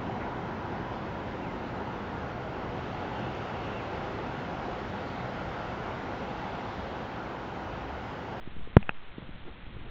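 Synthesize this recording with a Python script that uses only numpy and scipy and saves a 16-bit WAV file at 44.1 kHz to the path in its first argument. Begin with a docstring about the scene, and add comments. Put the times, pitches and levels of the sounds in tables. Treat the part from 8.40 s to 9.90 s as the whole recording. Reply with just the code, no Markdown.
"""A hard knock on a small hand-held camera: the pressed casing lets go, the body rings and overloads.
Loose plastic parts then drag and click. Fingers bump the body softly, light wind rumbles on the
microphone and a skier swishes faintly through powder. The camera stores the sound narrow-band
in coarse steps, which adds grain to the microphone's hiss."""
import sys
import numpy as np
from scipy import signal
from scipy.fft import rfft, irfft
from scipy.io import wavfile

SR = 44100
rng = np.random.default_rng(int(sys.argv[2]) if len(sys.argv) > 2 else 0)


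def pcm_store(signal):
    """Save signal as 16-bit PCM."""
    levels = np.round(np.clip(np.atleast_2d(signal), -1, 1) * 32767)
    wavfile.write(sys.argv[1], SR, levels.astype(np.int16).T)


N = 66150


def amp(db):
    """Decibels to gain."""
    return 10 ** (np.asarray(db) / 20)


def noise(spectrum):
    """Noise of rms 1, shaped by (frequency [Hz], relative level [dB]) points."""
    hz, db = np.transpose(spectrum)
    bins_hz = np.fft.rfftfreq(N, 1 / SR)
    gain = amp(np.interp(np.log(bins_hz + 1), np.log(hz + 1), db))
    shaped = irfft(rfft(rng.standard_normal(N)) * gain, N)
    return shaped / shaped.std()


def since(at_s):
    """Seconds since at_s, per sample."""
    return np.arange(N) / SR - at_s


def swell(at_s, half_s):
    """Gaussian envelope, down to 1/e at half_s from its peak."""
    return np.exp(-(since(at_s) / half_s) ** 2)


def ring(modes, at_s):
    """Decaying modes struck at at_s."""
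    t = np.maximum(since(at_s), 0)
    return sum(amp(db) * np.exp(-np.log(1000) * t / t60_s) * np.sin(2 * np.pi * hz * t)
               for hz, db, t60_s in modes)


# Microphone noise spectrum (frequency [Hz], relative level [dB])
HISS_SPECTRUM = [(100, -0.5), (600, 1.5), (1200, 1.5), (2500, 0.5), (3700, 3.5), (4300, -3), (6000, -22.5)]

def hiss(level_db=-52):
    """Steady microphone noise."""
    return amp(level_db) * noise(HISS_SPECTRUM)


# Buffeting spectrum (frequency [Hz], relative level [dB])
WIND_SPECTRUM = [(10, -17), (25, -20), (60, -22), (120, -27), (240, -33), (450, -43.5), (900, -58),
                 (3000, -70)]
# Wind strength (time [s], level [dB])
GUSTS = [(0, -49.5), (0.199, -45), (.33, -47), (0.451, -50.5), (0.621, -54), (0.742, -49.5), (.83, -45),
         (1.0, -46.5), (1.17, -48), (1.349, -42.5), (1.5, -44)]
# Pressure swing spectrum (frequency [Hz], relative level [dB])
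SWAY_SPECTRUM = [(1, 0), (4, -3), (12, -14.5), (25, -30.5), (80, -59)]

def wind(sway_db=-38):
    """Gusts buffet the microphone over slow swings of air pressure."""
    gust_gain = amp(np.interp(since(0), *np.transpose(GUSTS)))
    return gust_gain * noise(WIND_SPECTRUM) + amp(sway_db) * noise(SWAY_SPECTRUM)


# Displaced snow spectrum (frequency [Hz], relative level [dB])
POWDER_SPECTRUM = [(100, -11.5), (220, -2.5), (350, -1.5), (450, -5), (560, -16.5), (1000, -15.5),
                   (2000, -20), (4000, -23.5)]
# Ski pushes (time [s], half-length [s], level [dB])
SWISHES = [(1.079, 0.026, -44), (1.458, 0.077, -50.5)]

def skis():
    """Skis push powder aside in soft swells."""
    envelope = sum(amp(db) * swell(at_s, half_s) for at_s, half_s, db in SWISHES)
    return envelope * noise(POWDER_SPECTRUM)


# Slipping skin spectrum (frequency [Hz], relative level [dB])
RUB_SPECTRUM = [(60, -3), (150, 0), (500, -0.5), (750, -13.5), (2000, -28.5), (4000, -33.5)]
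# Finger bumps (time [s], level [dB], pitch [Hz])
BUMPS = [(0.0768, -27.5, 210), (0.167, -34.5, 169), (0.196, -35, 174), (0.2753, -31, 270), (.302, -38, 69),
         (0.422, -34, 69), (0.7842, -25.5, 229.6), (.8215, -34.5, 620), (0.828, -34.5, 124),
         (.853, -40.5, 330), (.893, -34.5, 196), (0.959, -36.5, 128.7), (1.267, -39.5, 280),
         (1.368, -32.5, 130.7)]

def bumps(spread_cycles=0.23, rub_db=-16.5, rub_half_s=0.0046):
    """Dull finger pushes, damped within about one swing, each with a little skin rub."""
    rub = amp(rub_db) * noise(RUB_SPECTRUM)
    total = np.zeros(N)
    for at_s, db, hz in BUMPS:
        thud = swell(at_s, np.sqrt(2) * spread_cycles / hz) * np.cos(2 * np.pi * hz * since(at_s))
        total += amp(db) * (thud + rub * swell(at_s, rub_half_s))
    return total


# Plastic friction spectrum (frequency [Hz], relative level [dB])
DRAG_SPECTRUM = [(200, -7), (800, -5.5), (1200, -14), (1700, -0.5), (2200, -6), (2800, -4), (4000, -3.5)]
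# Casing modes (frequency [Hz], level [dB], t60 [s])
CASING_MODES = [(197.4, -6.5, 0.016), (833, -2.5, 0.013), (1400, -20, 0.016), (1630, -2.5, 0.0046),
                (2033, -1.5, .005), (2542, 1.5, 0.0091), (3350, -8.5, .004)]
# Casing clicks (time [s], level [dB], second strike delay [s], low cut [Hz])
CLICKS = [(0.4283, -27.5, 0.00034, 1500), (0.4932, -14.5, 0.000708, 300), (0.5075, -38, .0007, 900)]

def clicks(second_strike_db=-5.5, drag_db=-27, drag_lead_s=0.011, drag_half_s=0.018):
    """A loose part drags, then strikes twice; each click's own low cut sets how thin it sounds."""
    total = np.zeros(N)
    for at_s, db, delay_s, low_cut_hz in CLICKS:
        strikes = ring(CASING_MODES, at_s) + amp(second_strike_db) * ring(CASING_MODES, at_s + delay_s)
        thinned = signal.sosfilt(signal.butter(1, low_cut_hz, "high", fs=SR, output="sos"), strikes)
        drag = amp(drag_db) * noise(DRAG_SPECTRUM) * swell(at_s - drag_lead_s, drag_half_s)
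        total += amp(db) * (thinned + drag)
    return total


# Camera body modes (frequency [Hz], level [dB], t60 [s])
BODY_MODES = [(105.1, -5.5, .025), (155.8, -13.5, 0.03), (201.2, -27.5, .095), (352.6, -40, 0.043),
              (460, -37, 0.033), (608, -19, 0.013), (970, -12, 0.011), (1375, -19, 0.0096)]

def knock(at_s=0.36858, gain_db=9.5, build_s=0.00048, release_s=0.00047):
    """Force builds on the casing and lets go at once; the body swings back and rings."""
    t = since(at_s)
    release = (1 - np.tanh(t / release_s)) / 2
    push = np.exp(-abs(t) / build_s) * release
    return amp(gain_db) * (push - ring(BODY_MODES, at_s))


def scene():
    """Mono sum at the microphone."""
    handling = knock() + clicks() + bumps()
    return (handling + wind() + skis() + hiss())[None]


FULL_SCALE, STEPS_PER_POLARITY = 0.707, 128
ROLLOFF_HZ, STORE_RATE_HZ, BAND_LIMIT_HZ = 2624, 7875, 15500

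def record(dry):
    """Camera chain: overload, treble roll-off, low-rate coarse storage, playback clip, band limit."""
    overloaded = np.clip(dry, -FULL_SCALE, FULL_SCALE)
    dull = signal.sosfiltfilt(signal.butter(2, ROLLOFF_HZ, fs=SR, output="sos"), overloaded)
    sampled = signal.resample_poly(dull, STORE_RATE_HZ, SR, axis=1)
    step = FULL_SCALE / STEPS_PER_POLARITY
    stored = np.round(sampled / step) * step
    played = signal.resample_poly(stored, SR, STORE_RATE_HZ, axis=1, window=("kaiser", 7))
    played = np.clip(played[:, :N], -FULL_SCALE, FULL_SCALE)  # overshoot clips again
    band_limit = signal.firwin(511, BAND_LIMIT_HZ, window=("kaiser", 9), fs=SR)
    return signal.oaconvolve(played, band_limit[None], "same")


dry = scene()
out = record(dry)
pcm_store(out)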